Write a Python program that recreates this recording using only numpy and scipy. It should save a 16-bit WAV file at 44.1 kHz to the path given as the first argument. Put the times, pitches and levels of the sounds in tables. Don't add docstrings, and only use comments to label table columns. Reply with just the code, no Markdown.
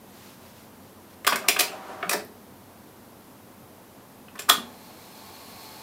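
import sys
import numpy as np
from scipy import signal
from scipy.fft import rfft, irfft
from scipy.io import wavfile

SR = 44100
rng = np.random.default_rng(int(sys.argv[2]) if len(sys.argv) > 2 else 0)


def invert_db(level):
    return 10 ** (np.asarray(level, dtype=float) / 20)


def unload_audio(sound):
    columns = np.transpose(np.atleast_2d(sound))
    steps = np.round(np.clip(columns, -1, 1) * 32767)
    wavfile.write(sys.argv[1], SR, steps.astype(np.int16))


N = 256662


def rms_one(x):
    return x / np.sqrt(np.mean(x ** 2) + 1e-20)


def coloured(points, size=N):
    hz = np.maximum(np.arange(size // 2 + 1) * SR / size, 1)
    at_hz, db = np.transpose(points)
    shape = invert_db(np.interp(np.log(hz), np.log(at_hz), db, left=-80, right=-80))
    return rms_one(irfft(rfft(rng.standard_normal(size)) * shape, size))


def breathy(peaks):
    out = 0
    for hz, width_hz, db in peaks:
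        radius = np.exp(-np.pi * max(width_hz, 5) / SR)
        poles = [1, -2 * radius * np.cos(2 * np.pi * hz / SR), radius * radius]
        resonance = signal.lfilter([1, 0, -1], poles, rng.standard_normal(N))
        out = out + invert_db(db) * rms_one(resonance)
    return out


def drift(knots_per_s):
    knots = rng.standard_normal(400)
    return np.interp(np.arange(N) * knots_per_s / SR, np.arange(len(knots)), knots)


def ring(x, hz, t60_s):
    radius, w = invert_db(-60 / (t60_s * SR)), 2 * np.pi * hz / SR
    return signal.lfilter([0, np.sin(w)], [1, -2 * radius * np.cos(w), radius * radius], x + 1e-18)


def band(x, low_hz, high_hz, order=2):
    sos = signal.butter(order, [low_hz, min(high_hz, .45 * SR)], "band", fs=SR, output="sos")
    return signal.sosfilt(sos, x)


# (frequency [Hz], relative density [dB per Hz])
AIR_SPECTRUM = [(22, -20), (55, -18), (85, -10.5), (135, -6.5), (155, -12.5), (190, -1), (235, -1.5),
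                (366, -7.5), (988, -11), (1300, -16.5), (2450, -23.5), (8030, -28.5), (13200, -23.5),
                (16000, -28)]
# (frequency [Hz], width [Hz], level [dB])
ROOM_TONES = [(92.9, 1.7, -63.5), (135.4, 15, -66.5), (214, 14, -66)]
AIR_LEVEL_DB = -49.5


def room_air():
    return invert_db(AIR_LEVEL_DB) * coloured(AIR_SPECTRUM) + breathy(ROOM_TONES)


# (start [s], length [s], peak level [dB])
SLEEVE_STROKES = [(0.027, 0.18, -59.5), (.12, 0.28, -52), (0.37, 0.18, -56.5), (0.505, 0.19, -55.5),
                  (.8, .15, -63), (1.094, .03, -58), (1.12, 0.033, -57)]
# (frequency [Hz], relative density [dB per Hz])
CLOTH_SPECTRUM = [(900, -1), (2000, -2), (5000, -4), (9000, -9.5), (16000, -8.5)]


def sleeve():
    t = np.arange(N) / SR
    level = 0
    for start_s, length_s, db in SLEEVE_STROKES:
        level = level + invert_db(db) * np.sin(np.pi * np.clip((t - start_s) / length_s, 0, 1))
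    flutter = invert_db(0.89 * drift(58.6))
    return level * flutter * coloured(CLOTH_SPECTRUM)


# (time [s], nominal knock level [dB], nominal crack level re knock [dB],
#   struck-part pitch [Hz], rattle decay [ms])
CONTACT_EVENTS = [(1.246, -21.5, -10.5, 2000, 3.2), (1.266, -13.5, -3, 2400, 5.4),
                  (1.270, -14.5, -3, 3300, 3.96), (1.275, -5, -5, 1510, 2.48), (1.290, -31, -7, 4640, 14),
                  (1.322, -10, -26, 1460, 2.36), (1.325, -15, -14, 2320, 7.3),
                  (1.357, -17, -1.5, 2030, 3.5), (1.440, -29.5, -32, 1150, 6), (1.481, -24, -4, 1910, 2.7),
                  (1.484, -8, 1, 2380, 4.05), (1.491, -13, -2.5, 2560, 5.05),
                  (1.563, -17.5, -31, 1500, 2.7), (1.565, -16, -15, 2650, 4.1),
                  (1.589, -17, 2.1, 2420, 9.7), (1.596, -18, 7, 4020, 2.9), (1.604, -13, 0.5, 2400, 6.7),
                  (1.678, -30, -30, 2710, 7.66), (2.027, -19.5, -28, 2120, 3.6),
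                  (2.029, -20, -35, 1300, 3.7), (2.031, -33.5, -35, 680, 4.7), (2.093, -16.5, 1, 2320, 4.6),
                  (2.108, -22, -1.5, 1920, 13), (2.128, -22, -7, 4540, 2.4), (2.130, -16, -2.5, 1670, 5.6),
                  (2.138, -25.5, -17, 528, 11.8), (2.248, -33, -21, 13100, 1.9),
                  (4.283, -38.5, -25, 2400, 3.5), (4.354, -32.5, -14, 1600, 6.6),
                  (4.38, -39, -12, 3330, 2.5), (4.389, -28.5, -1, 2480, 9.5), (4.393, -26, -36, 7550, 5.5),
                  (4.42, -38, 4, 2300, 2.2), (4.483, -26, -18, 1170, 2.9), (4.488, -14.5, -4, 1340, 6.47),
                  (4.493, -9.5, 0.2, 1860, 3.97), (4.4978, 0.5, -5.5, 3490, 2.11),
                  (4.498, -8.5, -14, 1220, 3.44), (4.504, -32, -3, 3300, 8)]
# (centre frequency [Hz], relative level [dB], t60 [s])
DECK_PARTS = [(403.4, -10, 0.21), (427, -13.5, 0.55), (678, -1, 0.039), (1078, -11.5, 0.079),
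              (1210, -7.5, 0.17), (1284, -11.5, 0.062), (1780, -3, 0.032), (2550, -9, 0.064),
              (2534, -14.5, 0.18), (2794, -37, 0.12), (3300, -10, 0.092), (3440, -7, 0.022),
              (3755, -2.5, 0.047), (4460, -18.5, 0.15), (5100, 4, 0.087), (5545, 8.5, 0.031),
              (7550, -44, 0.087), (8700, -17, .05), (10040, -6.5, 0.1), (10000, 2, 0.082),
              (12900, -26, 0.021)]
RING_DB = -42.0
SMALL_HZ = 2500
THUD_DB, THUD_DB_PER_DOUBLING = -13.5, 3
THUD_DB_PER_OCTAVE = -13
PING_DB = 12


def contacts():
    out, t = np.zeros(N), np.arange(SR // 4) / SR
    click = 1.0 * (t == 0)
    for time_s, knock_db, crack_db, part_hz, rattle_ms in CONTACT_EVENTS:
        strength = invert_db(2.63 * np.minimum(rng.exponential(1, len(t)), 4))
        impacts = rng.standard_normal(len(t)) * strength
        length_s = max(rattle_ms, .5) / 1000
        swell = (1 - np.exp(-t / (0.46 * length_s))) * np.exp(-t / length_s)
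        size = invert_db(knock_db) * np.sqrt(np.mean(swell ** 2))

        small = part_hz > SMALL_HZ
        length_doublings = np.log2(length_s / .004)
        octaves_small = max(np.log2(part_hz / SMALL_HZ), 0)
        ping_db = PING_DB * np.clip(-crack_db / 25, 0, 1) * small
        thud_db = THUD_DB + THUD_DB_PER_DOUBLING * length_doublings + THUD_DB_PER_OCTAVE * octaves_small
        layers = [  # (level re size [dB], low [Hz], high [Hz])
            (-1.0 - ping_db / 2, part_hz / (1.22 if small else 2.12), part_hz * 1.33),
            (-17.0 + ping_db, part_hz / 1.083, part_hz * 1.09),
            (thud_db, 350.0, 800.0),
            (crack_db - 2.0, 3800.0, 8000.0),
            (crack_db - 1.0, 8000.0, 16000.0)]
        rattle = blow = 0
        for db, low_hz, high_hz in layers:
            gain = invert_db(db) * size
            rattle = rattle + gain * rms_one(swell * band(impacts, low_hz, high_hz, order=3))
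            blow = blow + gain * rms_one(band(click, low_hz, high_hz, order=3))

        detunings = 1 + .035 * rng.normal(0, 1, (len(DECK_PARTS), 8))
        rings = 0
        for (hz, db, t60_s), cluster in zip(DECK_PARTS, detunings):
            near_db = -24 * min(abs(np.log2(hz / part_hz)), .45)
            modes = sum(ring(blow, hz * detune, t60_s) for detune in cluster)
            rings = rings + invert_db(db + near_db) * modes
        rings = np.roll(rings, round(length_s * SR / 2))
        at = round(time_s * SR)
        out[at:at + len(t)] += (rattle + invert_db(RING_DB) * rings)[:N - at]
    return out


# (frequency [Hz], t60 [s])
ROOM_DECAY = [(200, 0.61), (800, 0.24), (3000, 0.3), (8000, 0.25), (15000, 0.21)]
ROOM_DB = -5.5


def room(x):
    t, echo = np.arange(SR // 2) / SR, 0
    edges_hz = np.geomspace(100, 18000, 9)
    hz, t60_s = np.transpose(ROOM_DECAY)
    for low_hz, high_hz in zip(edges_hz, edges_hz[1:]):
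        decay_s = np.interp(np.log(low_hz * high_hz) / 2, np.log(hz), t60_s)
        echo = echo + band(rng.standard_normal(len(t)), low_hz, high_hz) * invert_db(-60 * t / decay_s)
    echo *= 1 - np.exp(-(t / 0.0043) ** 2)
    echo = echo / np.sqrt(np.sum(echo ** 2))
    return invert_db(ROOM_DB) * signal.fftconvolve(x, echo)[:N]


# (frequency [Hz], relative density [dB per Hz])
LIFT_SPECTRUM = [(200, -15), (300, 2), (400, -11), (700, 7), (1200, -15), (2200, -13), (3200, -35),
                 (5000, -22)]
# (frequency [Hz], width [Hz], relative level [dB])
LIFT_RESONANCES = [(381, 120, 6.5), (632, 38, 11), (1150, 470, 12.5)]
LIFT_HARMONICS_DB = [-16, -9, -20, -5, -9, -15]
LIFT_FULL_FROM_S, LIFT_FULL_TO_S, LIFT_RAMP_S = 1.32, 2.2, .04
LIFT_DB, LIFT_FLUTTER_DB = -42.5, 1.5
LIFT_HZ, LIFT_WAVER = 190.6, .006


def lift_motor():
    t = np.arange(N) / SR
    inside_s = np.minimum(t - LIFT_FULL_FROM_S, LIFT_FULL_TO_S - t)
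    level = invert_db(LIFT_DB) * np.clip(inside_s / LIFT_RAMP_S + 1, 0, 1)
    phase = 2 * np.pi * np.cumsum(LIFT_HZ * (1 + LIFT_WAVER * drift(8.38))) / SR
    hum = 0
    for order, db in enumerate(LIFT_HARMONICS_DB, 1):
        hum = hum + invert_db(db + 4.6 * drift(24.77)) * np.sin(order * phase)
    rough = rms_one(coloured(LIFT_SPECTRUM) + invert_db(-10.5) * breathy(LIFT_RESONANCES))
    return level * invert_db(LIFT_FLUTTER_DB * drift(30.03)) * (rough + hum)


# (time [s], nominal level [dB], frequency [Hz])
CHASSIS_ROCKS = [(1.287, -39, 247), (1.329, -28, 232), (2.053, -35, 186), (2.149, -35, 202),
                 (4.51, -31.5, 270), (4.539, -32, 254), (4.576, -28, 235), (4.614, -43, 219)]
FEET_T60_S = 0.086


def rocking():
    out = 0
    for time_s, db, hz in CHASSIS_ROCKS:
        push = np.zeros(N)
        push[round(time_s * SR)] = invert_db(db)
        out = out + band(ring(push, hz, FEET_T60_S), hz / 1.3, hz * 1.3)
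    return out


# (frequency [Hz], relative density [dB per Hz])
TAPE_SPECTRUM = [(760, -50), (1300, -25), (1740, -6), (1900, -21), (2150, -3.5), (3040, -9), (4260, -3.5),
                 (4830, -8.5), (7130, -9.5), (11400, -10), (12600, -7), (15200, -10), (16000, -15)]
# (frequency [Hz], width [Hz], relative level [dB])
GUIDE_RESONANCES = [(2100, 80, -8.5), (2400, 100, -9), (3380, 62, -7.5), (4110, 120, 0), (4340, 160, 2.5),
                    (5130, 140, -3), (6230, 370, -12), (12300, 450, -12)]
# (frequency [Hz], width [Hz], relative level [dB])
REEL_RESONANCES = [(450, 190, 0), (732, 49, -5), (740, 67, -1.5), (872, 27.5, 1), (1091, 25, -0.5),
                   (1050, 1200, 0.5)]
WIND_ON_S, SPIN_UP_S = 4.52, 1
HISS_DB, HISS_POWER = -48, 0.69
SING_POWER = 0.54
WHIRR_DB, WHIRR_POWER = -46, 1
SURGE_DB, SURGE_S = -39.5, 0.11


def winding():
    since_s = np.maximum(np.arange(N) / SR - WIND_ON_S, 0)
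    speed = 1 - np.exp(-since_s / SPIN_UP_S)
    hiss_level = invert_db(HISS_DB) * speed ** HISS_POWER
    whirr_level = invert_db(WHIRR_DB) * speed ** WHIRR_POWER
    surge_level = invert_db(SURGE_DB) * np.exp(-since_s / SURGE_S) * (since_s > 0)
    singing = speed ** SING_POWER * invert_db(-6.5 + 0.9 * drift(6.1)) * breathy(GUIDE_RESONANCES)
    tape = invert_db(1.0 * drift(22.0)) * hiss_level * (coloured(TAPE_SPECTRUM) + singing)
    motor = (whirr_level + surge_level) * rms_one(breathy(REEL_RESONANCES))
    return tape + motor


def scene():
    clunks = contacts() + rocking()
    deck = clunks + room(clunks) + lift_motor() + winding()
    return (deck + sleeve() + room_air())[None]


def roll_off(x):
    return signal.sosfilt(signal.butter(12, 16380, fs=SR, output="sos"), x)


def record(dry):
    low_pass = signal.cheby2(10, 50, 16600, fs=SR, output="sos")
    mix = np.clip(signal.sosfilt(low_pass, dry), -1, 1)
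    return roll_off(mix)


dry = scene()
out = record(dry)
unload_audio(out)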